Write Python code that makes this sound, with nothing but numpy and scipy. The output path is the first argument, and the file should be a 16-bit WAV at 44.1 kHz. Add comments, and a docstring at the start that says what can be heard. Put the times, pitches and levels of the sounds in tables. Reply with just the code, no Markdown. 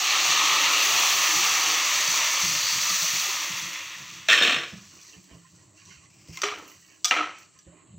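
"""Vegetables sizzle in a hot metal pan as water is poured on them: bursts of steam roar, then thin to a simmer.
The stream patters, splashes, slaps, gurgles and drags bubbles under; noise and clicks excite its resonances.
The emptied steel vessel clatters down, and a slotted ladle slops, scrapes, ticks and knocks: cracks and modes.
Dull bumps, rumble, a burner's hiss and room noise fill a small hard-walled kitchen, heard by a phone over the pan."""
import sys
import numpy as np
from scipy import signal
from scipy.fft import rfft, irfft
from scipy.io import wavfile
from scipy.ndimage import uniform_filter1d

SR = 44100
rng = np.random.default_rng(int(sys.argv[2]) if len(sys.argv) > 2 else 0)


def unload_wav(signal):
    """Save mono or channel-first audio to the path in sys.argv[1] as 16-bit WAV at rate SR, clipped to [-1, 1]."""
    wavfile.write(
        sys.argv[1],
        SR,
        np.round(np.clip(np.atleast_2d(signal).T, -1, 1) * 32767).astype(np.int16),
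    )


N = 351918
TIME = np.arange(N) / SR
TOP_HZ = 15750  # upper limit of what is heard

# strength of the stream, which builds, tapers as the vessel empties, and trickles out: time_s, level_db
STREAM = [(0, -28.5), (.13, -26), (.25, -26.5), (.35, -24.5), (1.03, -24.5), (1.3, -25), (1.8, -26.5),
          (2.3, -27.5), (2.6, -30), (2.95, -30.5), (3.3, -30.5), (3.5, -33.5), (3.77, -37.5), (3.86, -40),
          (4.2, -46)]
# strokes of the ladle through the broth: middle_s, length_s, slop_db, fresh_sizzle_db
STROKES = [(4.923, 0.32, -55, -65.5), (5.1, 0.11, -54, -61), (5.32, 0.09, -54.5, -72.5),
           (5.46, .09, -59.5, -73), (5.607, 0.1, -60.5, -61.5), (5.805, .07, -56.5, -58.5),
           (5.924, 0.083, -51.5, -52), (6.03, .07, -58.5, -63), (6.72, 0.21, -52.5, -60),
           (6.94, 0.092, -56.5, -69), (7.421, 0.1, -54.5, -68), (7.57, 0.065, -58.5, -65.5),
           (7.694, 0.076, -61.5, -79.5), (7.798, 0.068, -59.5, -80.5), (7.918, 0.06, -61, -85.5)]


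def undb(db):
    """Amplitude ratio of a level in decibels."""
    return 10 ** (np.asarray(db) / 20)


def unit(x):
    """Scale to a mean power of 1."""
    return x / np.sqrt(np.mean(x ** 2))


def fade(t, t60):
    """Exponential decay, by 60 dB in t60."""
    return np.exp(-np.log(1000) * t / t60)


def swell(middle, length):
    """A bell-shaped (Gaussian) rise and fall of amplitude."""
    return np.exp(-2 * ((TIME - middle) / length) ** 2)


def curve(rows, axis):
    """Linear interpolation in time of one column of a table."""
    rows = np.asarray(rows)
    return np.interp(TIME, rows[:, 0], rows[:, axis])


def walk(rate):
    """Smoothed random steps, rate a second: a slow fluctuation with a spread near 1."""
    k = int(SR / rate)
    steps = np.repeat(rng.standard_normal(N // k + 1), k)
    return 1.3 * uniform_filter1d(uniform_filter1d(steps, k), k)[:N]


def add(out, s, x):
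    """Superpose x on out from time s."""
    i = int(s * SR)
    out[i:i + len(x)] += x[:N - i]


def colour(x, spectrum, tilt_db=0):
    """Minimum-phase filter of unit energy through (hz, db) points, tilted by dB per octave."""
    size = 4096
    octave = np.log2(np.maximum(np.fft.rfftfreq(size, 1 / SR), 1))
    hz, db = np.transpose(spectrum)
    tilt = tilt_db * np.clip(octave, np.log2(hz[0]), np.log2(hz[-1]))
    db = np.interp(octave, np.log2(hz), db) + tilt
    # folding the cepstrum onto positive times makes the response causal
    cepstrum = irfft(np.log(undb(db)))
    cepstrum[1:size // 2] *= 2
    cepstrum[size // 2 + 1:] = 0
    response = irfft(np.exp(rfft(cepstrum)))
    return signal.fftconvolve(x, response / np.linalg.norm(response))[:len(x)]


def pops(rate, spread_db):
    """Poisson-like random clicks, rate a second, mostly small and a few large; mean power 1."""
    sizes = undb(spread_db * np.minimum(rng.exponential(size=N), 5))
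    happens = rng.random(N) < rate / SR
    return unit(happens * sizes * rng.choice([-1, 1], N) / np.sqrt(rate))


def rising_tones(count, low_hz, high_hz, cycles, glide):
    """Decaying sines at random times, each rising in pitch by the share glide; mean power 1."""
    out = np.zeros(N)
    for when, pitch, size in rng.random((count, 3)):
        hz = low_hz * (high_hz / low_hz) ** pitch
        age = np.linspace(0, 1, int(SR * cycles / hz))  # fraction of its life
        tone = np.sin(2 * np.pi * cycles * age * (1 + glide * age / 2))
        add(out, when * N / SR, undb(10.3 * size) * fade(age, 1.0) * tone)
    return unit(out)


def room(x, wet_db, t60=0.98, count=40):
    """Reverberation: direct sound plus wall echoes, whose pattern changes as bursts wander over the pan."""
    out, t = np.zeros(N), TIME[:SR // 2]
    for part in np.array_split(np.arange(N), count):
        tail = rng.standard_normal(len(t)) * fade(t, t60) * (t > .004)
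        add(out, TIME[part[0]], signal.fftconvolve(x[part], tail / np.linalg.norm(tail)))
    return (x + undb(wet_db) * out) / np.hypot(1, undb(wet_db))


def band(hz, width, wander=0.035):
    """Noise in one resonance (modulated narrow-band noise), whose pitch wanders as the water shifts."""
    low_pass = signal.butter(3, width / 2, fs=SR, output="sos")
    slow = signal.sosfilt(low_pass, rng.standard_normal((2, N)))
    phase = 2 * np.pi * hz * np.cumsum(1 + wander * walk(9)) / SR
    return unit(slow[0] * np.cos(phase) + slow[1] * np.sin(phase))


def ring(modes, tilt_db, split):
    """Modal decay: each mode is a close pair that beats; every blow favours other modes."""
    t = TIME[:SR // 2]
    hz, db, t60 = np.transpose(modes)[:, :, None]
    chance = rng.standard_normal((2, len(modes), 1))
    gains = undb(db + tilt_db * np.log2(hz) + 1.9 * chance[0])
    first, second = 2 * np.pi * rng.random((2, len(modes), 1))
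    split_hz = hz * (1 + split * chance[1])
    pair = np.sin(2 * np.pi * hz * t + first) + 0.99 * np.sin(2 * np.pi * split_hz * t + second)
    # each mode builds up over about one cycle
    envelope = fade(t, t60) * (1 - np.exp(-hz * t)) ** 2
    return np.sum(gains * pair * envelope, axis=0) / np.linalg.norm(gains)


def blows(hits, body, modes, crack_t60, wet_db, room_t60, ring_db, split, ripple_db, spot_t60):
    """Impact: a crack of crowded modes, its room echo, a short clang of the struck spot, and lasting modes."""
    out, t = np.zeros(N), TIME[:SR]
    # crowded modes leave peaks and gaps that stay the same from blow to blow
    hz = np.arange(100, TOP_HZ, 70)
    body_hz, body_db = np.transpose(body)
    ripple = ripple_db * np.clip(rng.standard_normal(len(hz)), -2, 1.5) * np.minimum(hz / 1500, 1)
    spectrum = np.column_stack([hz, np.interp(np.log(hz), np.log(body_hz), body_db) + ripple])
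    for s, db, tilt_db, lasting_db, spot_hz, spot_db in hits:
        # separate reflections off the hard walls make the echo grainy
        grain = unit(undb(3.5 * np.repeat(rng.standard_normal(SR // 100), 100)))
        echo = undb(wet_db + 0.8 * lasting_db) * fade(t, room_t60) * grain
        envelope = np.hypot(fade(t, crack_t60), echo)
        crack = colour(rng.standard_normal(SR) * envelope, spectrum, tilt_db)
        clang = np.sin(2 * np.pi * spot_hz * t) * fade(t, spot_t60) * (1 - np.exp(-spot_hz * t / 2))
        add(out, s, undb(db) * crack)
        add(out, s, undb(spot_db) * clang)
        add(out, s, undb(db + lasting_db + ring_db) * ring(modes, tilt_db, split))
    return out


def frying():
    """Boiling as shot noise: steam pockets burst on hot metal and, drowned, thin to single crackles."""
    # boiling on the hot metal, drowned as the water rises: time_s, sizzle_db, fine_spray_db
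    boil = [(0, -26.5, -36), (.35, -25.5, -36.5), (1.05, -24, -30.5), (1.8, -25.5, -35),
            (2.4, -25.5, -34.5), (3.2, -29, -36), (3.55, -33.5, -41), (4.2, -49.5, -60), (5.05, -55, -67),
            (5.45, -64.5, -73), (6.15, -71.5, -88), (6.7, -58.5, -63.5), (7.0, -64.5, -74),
            (7.4, -58.5, -83), (7.75, -90, -98)]
    # spectra of the sizzle and the fine spray: frequency_hz, density_db_per_hz
    sizzle_spectrum = [(2180, -41), (3700, -12), (4420, -2), (5120, -8), (5990, 1.5), (6910, -5),
                       (8500, -17), (9240, -38), (10000, -37.5), (13000, -45.5), (22000, -120)]
    spray_spectrum = [(5290, -47), (9000, -2.5), (9280, -11), (9900, -3), (11400, -8.5), (14800, 4),
                      (15700, 3)]
    # each stroke of the ladle bares a little hot metal
    bared = sum(undb(db) * swell(s, length) for s, length, _, db in STROKES)
    bared_spray_db = -17  # relative to the bared sizzle
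    sizzle_gain = np.hypot(undb(curve(boil, axis=1)), bared)
    spray_gain = np.hypot(undb(curve(boil, axis=2)), undb(bared_spray_db) * bared)
    vigour = sizzle_gain / sizzle_gain.max()
    rate = 3000 + 12000 * vigour  # bursts a second
    sizzle = colour(room(pops(rate, spread_db=2.5), wet_db=-11.0), sizzle_spectrum) * sizzle_gain
    spray = colour(room(pops(rate, spread_db=3.0), wet_db=-6), spray_spectrum) * spray_gain
    # few bursts make an uneven fizz, many a steady roar
    unevenness_db = 0.47 + 0.79 * (1 - vigour) ** 4
    return (sizzle + spray) * undb(unevenness_db * walk(35) + 0.83 * walk(9))


def pouring():
    """Impacts, ringing air pockets and a cavity driven by the stream, which at last trickles out."""
    # spectra of the patter and the splash: frequency_hz, density_db_per_hz
    patter_spectrum = [(850, -39.5), (1450, -9.5), (1530, -14), (1770, -2), (2460, -2.5), (2680, 0),
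                       (3080, -5.5), (3360, -2), (3630, -5), (3900, -7), (5070, -33.5), (8580, -120)]
    splash_spectrum = [(130, -38), (220, -27), (318, -13), (377, -21.5), (444, -25), (527, -10),
                       (625, -8.5), (808, -12.5), (903, 0), (1100, 4.5), (1250, 7), (1500, -4.5),
                       (1700, -13.5), (2210, -37.5), (3740, -120)]
    # resonances of the air in the pan, stirred by the stream: frequency_hz, width_hz, level_db
    cavity = [(338, 50, -12.5), (419, 88, -9), (812, 165, 1), (1177, 210, 5.5)]
    stream_db = curve(STREAM, axis=1) + 0.46 * walk(11)
    full_db = max(db for _, db in STREAM)
    # the splash lies 7.5 dB below full flow and loses 1.12 dB per dB of stream
    splash_db = full_db - 7.5 + 1.12 * (stream_db - full_db)
    # the hollow of the pan follows the stream too, and dies away once water covers the base
    covered_s, loss_db_per_s = 1.72, 19
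    hollow_db = stream_db - 18 - loss_db_per_s * np.maximum(TIME - covered_s, 0)

    spatter = pops(160, spread_db=2.5) * undb(-9)
    # air pockets dragged under by the stream ring briefly
    small_bubbles = rising_tones(count=5000, low_hz=2217, high_hz=4530, cycles=25, glide=0.059)
    drops = pops(7000, spread_db=1.5) + spatter + undb(-15) * small_bubbles
    patter = unit(colour(room(drops, wet_db=-4.5), patter_spectrum))
    patter = patter * undb(stream_db - 0.54 + 0.35 * walk(30.13))

    large_bubbles = rising_tones(count=2500, low_hz=282.4, high_hz=1756, cycles=14, glide=0.17)
    churn = pops(5000, spread_db=0) + undb(-9.5) * large_bubbles
    splash = unit(colour(room(churn, wet_db=0.5), splash_spectrum))
    splash = splash * undb(splash_db + 0.64 * walk(21.81))

    hollow = sum(undb(db + 1.5 * walk(9)) * band(hz, width) for hz, width, db in cavity)
    trickle = fade(np.maximum(TIME - STREAM[-1][0], 0), 2.6)
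    return (patter + splash + hollow * undb(hollow_db)) * trickle


def slapping():
    """Random impacts: fat drops slap and spit on the bare vegetables, until the water covers them."""
    # strength, most at first and again as the stream swings to the dry side: time_s, level_db
    strength = [(0, -27.5), (.24, -29), (.4, -27.5), (.55, -28.5), (.75, -28.5), (1.0, -30.5), (1.5, -41),
                (2.1, -52), (2.45, -41), (2.75, -40), (3.1, -38), (3.6, -52), (4.2, -73)]
    # spectrum of a slap: frequency_hz, density_db_per_hz
    slap_spectrum = [(1500, -31), (2300, -8), (2750, 3), (3100, -0.5), (3450, -4), (4300, 2), (5000, -16.5),
                     (8000, -39)]
    slaps = pops(900, spread_db=2) * undb(1.8 * walk(28))
    return unit(colour(room(slaps, wet_db=-3.5, t60=0.46), slap_spectrum)) * undb(curve(strength, axis=1))


def gurgling(width_share=0.17, rise_per_s=0.25):
    """Cavity resonance: hollows dug by the stream sound for a moment and rise in pitch as they fill."""
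    # hollows among the vegetables, which gurgle and spit: middle_s, length_s, pitch_hz, level_db
    gurgles = [(0.09, 0.027, 345.6, -52), (0.4, .08, 3600, -34), (0.43, 0.16, 1164, -31),
               (0.75, 0.13, 2620, -30), (0.97, 0.086, 720, -40), (1.02, 0.15, 901, -37.5),
               (1.36, 0.09, 337.5, -45), (1.499, 0.24, 848, -40.5), (2.0, .08, 610, -50.5),
               (2.25, .07, 642, -48), (2.33, .22, 2150, -36), (2.45, .04, 340, -52),
               (2.58, 0.082, 600, -49.5), (2.68, 0.16, 4450, -31), (2.85, 0.15, 583, -53),
               (2.91, .03, 320, -53), (2.923, 0.11, 1247, -39), (3.15, 0.041, 340, -54),
               (3.285, .04, 400, -51), (3.275, 0.13, 790, -48.5), (3.42, 0.082, 1100, -45),
               (3.692, .05, 329, -56), (3.76, 0.065, 2100, -43), (3.95, 0.024, 1950, -43)]
    out = np.zeros(N)
    for s, length, hz, db in gurgles:
        near = np.abs(TIME - s) < 2 * length
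        t = TIME[near] - s
        low_pass = signal.butter(3, width_share * hz / 2, fs=SR, output="sos")
        slow = signal.sosfilt(low_pass, rng.standard_normal((2, SR * 2)))[:, -len(t):]
        phase = 2 * np.pi * hz * t * (1 + rise_per_s * t / 2)
        gurgle = unit(slow[0] * np.cos(phase) + slow[1] * np.sin(phase))
        out[near] += undb(db) * swell(s, length)[near] * gurgle
    return out


def vessel_landing():
    """Repeated impacts on a thin shell: the empty steel vessel lands and rocks, ringing its modes."""
    # blows: start_s, level_db, tilt_db_per_octave, ring_db, spot_pitch_hz, spot_db
    hits = [(4.2855, -15.5, 1.5, -1.5, 647, -23), (4.291, -21, 2, -3.5, 3315, -18.5),
            (4.2995, -14.5, 1.5, -1, 2670, -13.5), (4.319, -17, 2.5, 0, 1775, -11),
            (4.329, -17.5, -0.5, -3.5, 1824, -10), (4.338, -22.5, -0.5, -4, 2600, -21),
            (4.353, -22, 0.5, 1, 1720, -22), (4.376, -22, 1, 2, 2600, -17),
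            (4.411, -18.5, -3, -1.5, 178, -28), (4.4225, -18, 3, -3, 3640, -12.5),
            (4.433, -20, 2.5, -1, 1750, -18), (4.449, -24.5, -1.5, 6, 460, -24.5),
            (4.475, -20.5, 0, 1, 1220, -24), (4.496, -21.5, 0.5, -1, 3200, -22),
            (4.522, -19.5, -0.5, -3.5, 248, -28), (4.543, -24, -1, -2, 1180, -25),
            (4.564, -25, -2.5, -8.5, 140, -29), (4.631, -44, -1, -15, 1520, -45)]
    # spectrum of the crack: frequency_hz, density_db_per_hz
    body = [(100, -32), (200, -15), (350, -14.5), (680, -9.5), (880, -19.5), (1140, -6.5), (1450, -6),
            (1790, -2), (2180, -5), (2450, 0.5), (2950, -2.5), (3200, -3.5), (3650, -5.5), (3950, -7.5),
            (4400, -10), (4750, -25), (5400, -15), (7800, -21), (9200, -36.5), (11500, -44), (15300, -34)]
    # lasting modes of the vessel: frequency_hz, level_db, t60_s
    modes = [(336, -21, 0.55), (471, -16, .44), (728, -15, 0.39), (1148, -13.5, 0.51), (1505, -8, .3),
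             (1708, -7.5, 0.25), (1765, -3.5, .2), (2095, -9.5, 0.31), (2310, -8.5, 0.31), (2460, -7, 0.32),
             (2610, -5, 0.24), (2710, -1.5, .15), (3120, -3, 0.37), (3180, -5, 0.31), (3320, -9.5, .3),
             (3565, -6, 0.41), (3650, -6.5, .3), (4270, -11.5, 0.34), (5300, -16, 0.74), (5900, -15.5, .37)]
    return blows(hits, body, modes, crack_t60=0.029, wet_db=-4.5, room_t60=0.49, ring_db=-4.5,
                 split=0.0049, ripple_db=1.5, spot_t60=0.086)


def stirring(right_db=10.5):
    """Wet impacts, with short faint tones from 950 to 3100 Hz scattered through the strokes, and gloops."""
    # spectrum of the slop: frequency_hz, density_db_per_hz
    slop_spectrum = [(300, -23), (500, -15), (800, -20), (1060, -4.5), (1350, -10.5), (1600, -9.5),
                     (1950, -0.5), (2200, -3), (2450, 0.5), (2750, 1), (3050, 2.5), (3500, -16),
                     (4000, -21.5), (4500, -7.5), (5200, -17), (8800, -40.5)]
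    # air pockets gloop under the gush and behind the ladle: start_s, pitch_hz, level_db
    gloops = [(3.035, 625, -39.5), (3.25, 562, -44), (5.134, 427, -55), (5.3, 654, -59), (5.33, 1050, -55),
              (5.445, 1030, -52), (5.575, 480, -64), (5.585, 1880, -62), (5.742, 626, -64.5),
              (5.774, 2710, -56), (5.88, 380, -53), (5.886, 1100, -57), (5.91, 1430, -60),
              (6.03, 1095, -58), (6.132, 2400, -60), (6.94, 1070, -67.5), (7.56, 1050, -59.5),
              (7.67, 538, -49), (7.72, 597, -53), (7.791, 1050, -59.5)]
    effort = np.sqrt(sum((undb(db) * swell(s, length)) ** 2 for s, length, db, _ in STROKES))
    short_tones = undb(-4) * rising_tones(count=700, low_hz=950, high_hz=3100, cycles=55, glide=0.06)
    short_bubbles = rising_tones(count=3000, low_hz=497, high_hz=3920, cycles=24, glide=0.15)
    smacks = pops(800, spread_db=2.5) + short_tones + undb(-10.5) * short_bubbles
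    clumps = undb(3 * walk(60))
    slop = unit(colour(room(smacks * clumps, wet_db=2, t60=0.27), slop_spectrum)) * effort * undb(-5.0)
    t = TIME[:SR // 4]
    for s, hz, db in gloops:
        rising_tone = np.sin(2 * np.pi * hz * t * (1 + 0.32 * t))
        add(slop, s, undb(db) * fade(t, 0.13) * (1 - np.exp(-hz * t / 3)) * rising_tone)
    # heard to the right
    return slop * undb(np.array([[-right_db], [right_db]]) / 2)


def scraping():
    """Stick-slip friction: the ladle's edge catches and slips on the gritty wall in quick, uneven runs."""
    # the ladle slides down the pan wall: time_s, level_db
    slide = [(6.1, -65), (6.2, -60), (6.27, -55), (6.31, -50.5), (6.36, -44.5), (6.41, -47), (6.45, -66)]
    # what the rubbed wall rings with: frequency_hz, density_db_per_hz
    wall = [(700, -29), (1100, -5), (1500, -14), (2200, -1.5), (2750, 2), (3300, -10), (3900, -17),
            (4400, -5), (5400, 1), (6100, -1), (7500, -11), (9300, -26), (12000, -28), (15000, -15)]
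    touching = (TIME > slide[0][0]) & (TIME < slide[-1][0])
    slips = pops(1200, spread_db=3) * undb(3 * walk(90))
    return unit(colour(room(slips, wet_db=0, t60=0.33), wall)) * touching * undb(curve(slide, axis=1))


def ladle_ticking():
    """Impact of edge on metal: short cracks, with the ladle's own modes."""
    # blows: start_s, level_db, tilt_db_per_octave, ring_db, spot_pitch_hz, spot_db
    hits = [(5.012, -54, 8.5, -4, 3450, -50), (5.2403, -49, 5.5, -22, 6030, -51.5),
            (5.854, -47, 4, -24, 6000, -54), (6.0395, -53, 1, -19.5, 6120, -55),
            (6.2745, -51, 1, -25.5, 5870, -55), (6.2855, -44, 7.5, -22, 5290, -52),
            (6.418, -19, -1.5, -21, 6200, -24), (6.435, -29, -1.5, -2, 1190, -21),
            (6.586, -43, 6, -17, 6000, -52), (6.678, -45, 24.5, -14.5, 5860, -58),
            (7.045, -15, 3, -13.5, 5750, -15), (7.0485, -20.5, 0, -7.5, 5370, -24),
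            (7.385, -49, 12, -12, 6400, -58), (7.5885, -47, 4, -19, 5880, -42.5),
            (7.628, -58, 4.5, -20, 7700, -53)]
    # spectrum of the crack: frequency_hz, density_db_per_hz
    body = [(150, -36), (250, -42), (458, -23), (885, -16), (1190, -7), (2100, -9), (2750, -6),
            (3420, -3.5), (4590, -6.5), (5750, 1.5), (6400, -4.5), (7200, -10), (8710, -16.5), (10500, -34),
            (14600, -20), (15700, -28)]
    # lasting modes of the ladle: frequency_hz, level_db, t60_s
    modes = [(415, -1, 0.35), (715, -13, 0.19), (1228, 1, 0.251), (2330, -7, .22), (2780, -12.5, .25),
             (3424, -1, .24), (3575, -14, .3), (4350, -11, 0.24), (5152, -12, 0.14), (5750, -1.5, 0.12),
             (5950, -0.5, .15), (6800, -3.5, .17), (7600, -9, .13)]
    return blows(hits, body, modes, crack_t60=0.016, wet_db=-4.0, room_t60=0.39, ring_db=2.5,
                 split=0.0033, ripple_db=5.5, spot_t60=0.047)


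def pan_knocking():
    """Impact on the pan wall: the ladle knocks and rattles against it, exciting the pan's modes."""
    # blows: start_s, level_db, tilt_db_per_octave, ring_db, spot_pitch_hz, spot_db
    hits = [(6.372, -31.5, 12, -20, 2100, -29.5), (6.3735, -47, -2, -2, 1050, -36),
            (6.4335, -18.5, -2, -8.5, 395, -21), (6.4375, -19, 5, -15.5, 2050, -23),
            (6.484, -32, 3, -2.5, 1200, -32), (6.522, -37, -7, -6, 1215, -26),
            (6.574, -40.5, -5, -3.5, 2040, -43), (6.622, -49, -8.5, -7.5, 460, -40),
            (7.110, -13, 1, -8, 2770, -12), (7.1165, -22.5, -3, -8, 3100, -26),
            (7.125, -17, -1, -11.5, 1290, -28), (7.1395, -29, 0.5, -8, 2110, -28),
            (7.1652, -21, -1, -6.5, 295, -30), (7.175, -24.5, -1, -6, 2320, -26),
            (7.188, -23.5, -2.5, -5, 1330, -15), (7.207, -26, -3, -9, 1260, -17),
            (7.228, -29, -1, -10, 1270, -31)]
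    # spectrum of the crack: frequency_hz, density_db_per_hz
    body = [(120, -35.5), (300, -16.5), (520, -12), (720, -8), (1000, -8), (1280, 1), (1500, -7),
            (1900, -5), (2400, -2.5), (3050, -5.5), (3500, -14), (4200, -13.5), (5000, -24), (5900, -15.5),
            (7500, -27), (9200, -45.5), (15700, -52)]
    # lasting modes of the pan: frequency_hz, level_db, t60_s
    modes = [(307, -2.5, .28), (726, -2.5, 0.28), (1120, -7, 0.3), (1262, 2.5, 0.31), (1316, 6, 0.4),
             (1600, -1, .26), (1846, -4, .32), (2030, 4, 0.37), (2115, -2, .33), (2290, 4, 0.37),
             (2450, -5, 0.3), (2710, -2, .24), (3055, -1, 0.37), (3290, 0, .21), (3580, -8, .24),
             (3980, -1, .27)]
    return blows(hits, body, modes, crack_t60=0.027, wet_db=-4, room_t60=0.44, ring_db=-4.5,
                 split=0.014, ripple_db=1.5, spot_t60=0.057)


def bumps(thud_hz=75, thud_t60=0.11, pouring_db=-57, stirring_db=-66, scatter_db=5, modes_db=-1.0,
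          boom_t60=0.22, right_db=2.5, pitch_spread=0.06, count=36):
    """Impacts exciting room modes: deep thuds and rough booms; random small booms, louder in the pour."""
    # the loudest dull bumps: start_s, boom_db, thud_db (thuds before a shared gain)
    loudest = [(0.269, -48, -58), (0.38, -47.5, -58), (0.62, -51, -68), (0.885, -46, -66),
               (1.351, -45, -70), (2.081, -41, -64), (2.428, -41, -42), (2.48, -41, -61), (2.549, -43, -61),
               (2.753, -42, -71), (2.893, -42.5, -60), (3.019, -46, -67), (3.13, -44, -68),
               (3.495, -46, -72), (3.53, -50, -72), (3.62, -45, -72), (4.0, -47.5, -64), (4.12, -48, -70),
               (4.725, -39.5, -56), (4.915, -54.5, -59), (5.161, -48.5, -56), (5.312, -44, -48),
               (5.329, -54, -50), (5.965, -62, -52), (6.286, -40.5, -43), (7.55, -55.5, -63),
               (7.665, -48, -46), (7.936, -48.5, -53)]
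    # spectrum of the rough boom: frequency_hz, density_db_per_hz
    boom_spectrum = [(50, -26.5), (95, -7), (125, -4), (175, 1), (240, -12.5), (320, -11), (420, -18.5),
                     (600, -20.5), (1200, -44), (3000, -80.5)]
    # the room's low resonances: frequency_hz, level_db, t60_s
    room_modes = [(98.6, -6.5, 0.22), (124.8, -3.5, 0.28), (170.9, 2.5, 0.41), (196, -5, 0.15),
                  (305, -11.5, 0.2)]
    out, t = np.zeros(N), TIME[:SR // 2]
    thud = np.sin(2 * np.pi * thud_hz * t) * fade(t, thud_t60) * (1 - np.exp(-2 * thud_hz * t))

    def boom():
        """Decaying noise plus room modes, a little higher or lower for each bump."""
        rough = colour(rng.standard_normal(len(t)) * fade(t, boom_t60), boom_spectrum)
        modes = np.array(room_modes) * [1 + pitch_spread * rng.uniform(-1, 1), 1, 1]
        return rough * undb(-3.5) + undb(modes_db) * ring(modes, 0, split=0.05)

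    for s, boom_db, thud_db in loudest:
        add(out, s, undb(boom_db) * boom() + undb(thud_db + 8.0) * thud)
    # one small boom at a random moment of each equal slot
    for k, (when, size) in enumerate(rng.random((count, 2))):
        s = (k + when) / count * TIME[-1]
        db = pouring_db if s < STREAM[-1][0] else stirring_db
        add(out, s, undb(db + scatter_db * size) * boom())
    return out * undb(np.array([[-right_db], [right_db]]) / 2)


def rumble():
    """Low-frequency filtered noise whose level wavers."""
    # spectrum: frequency_hz, density_db_per_hz
    spectrum = [(12, -51.5), (20, -36), (32, -45.5), (97, -3), (130, -6.5), (146, -6), (199, -7.5),
                (240, -32), (310, -35.5), (530, -120)]
    return colour(rng.standard_normal(N), spectrum) * undb(-66.0 + 4.8 * walk(12))


def burner():
    """Filtered noise: the thin, steady hiss of the burner."""
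    # spectrum: frequency_hz, density_db_per_hz
    spectrum = [(2940, -64), (5000, -37.5), (6920, 4), (7730, 8.5), (8280, 3), (8960, -50), (9110, -57.5),
                (10000, -40), (13000, -74), (22000, -120)]
    return colour(rng.standard_normal(N), spectrum) * undb(-63.0 + .5 * walk(6.2))


def room_noise():
    """Partly coherent noise: air mostly from the right, and a diffuse part of opposite sign left and right."""
    # spectra of the shared and the diffuse noise: frequency_hz, density_db_per_hz
    air_spectrum = [(220, -4), (320, 9.5), (500, -8.5), (620, -1.5), (780, -8.5), (1080, -2), (1500, -15.5),
                    (2000, -9.5), (2700, -23), (3500, -37), (5000, -40.5)]
    diffuse_spectrum = [(40, -6.5), (110, -1.5), (200, -2), (330, 7), (520, -9), (800, -3.5), (1150, -19.5),
                        (1600, -22.5), (2400, -41.5), (3800, -40.5), (4450, -24), (6000, -25),
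                        (9000, -29.5), (14500, -29)]
    air = colour(rng.standard_normal(N), air_spectrum) * undb(-65.5 + 4.1 * walk(14))
    diffuse = colour(rng.standard_normal(N), diffuse_spectrum) * undb(-70.5 + 1.5 * walk(12))
    return np.array([undb(-3.5) * air + diffuse, undb(2.0) * air - diffuse])


def scene():
    """Superposition of all sources, with the pan straight ahead."""
    water = pouring() + slapping() + gurgling()
    ladle = stirring() + scraping() + ladle_ticking() + pan_knocking()
    background = rumble() + burner() + room_noise()
    return frying() + water + vessel_landing() + ladle + bumps() + background


def record(dry):
    """Band limiting: the phone thins the deep bass and cuts the top."""
    low_cut_hz = 52
    thin = signal.sosfilt(signal.butter(2, low_cut_hz, "highpass", fs=SR, output="sos"), dry)
    return signal.sosfilt(signal.ellip(10, .2, 70, TOP_HZ, fs=SR, output="sos"), thin)


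dry = scene()
out = record(dry)
unload_wav(out)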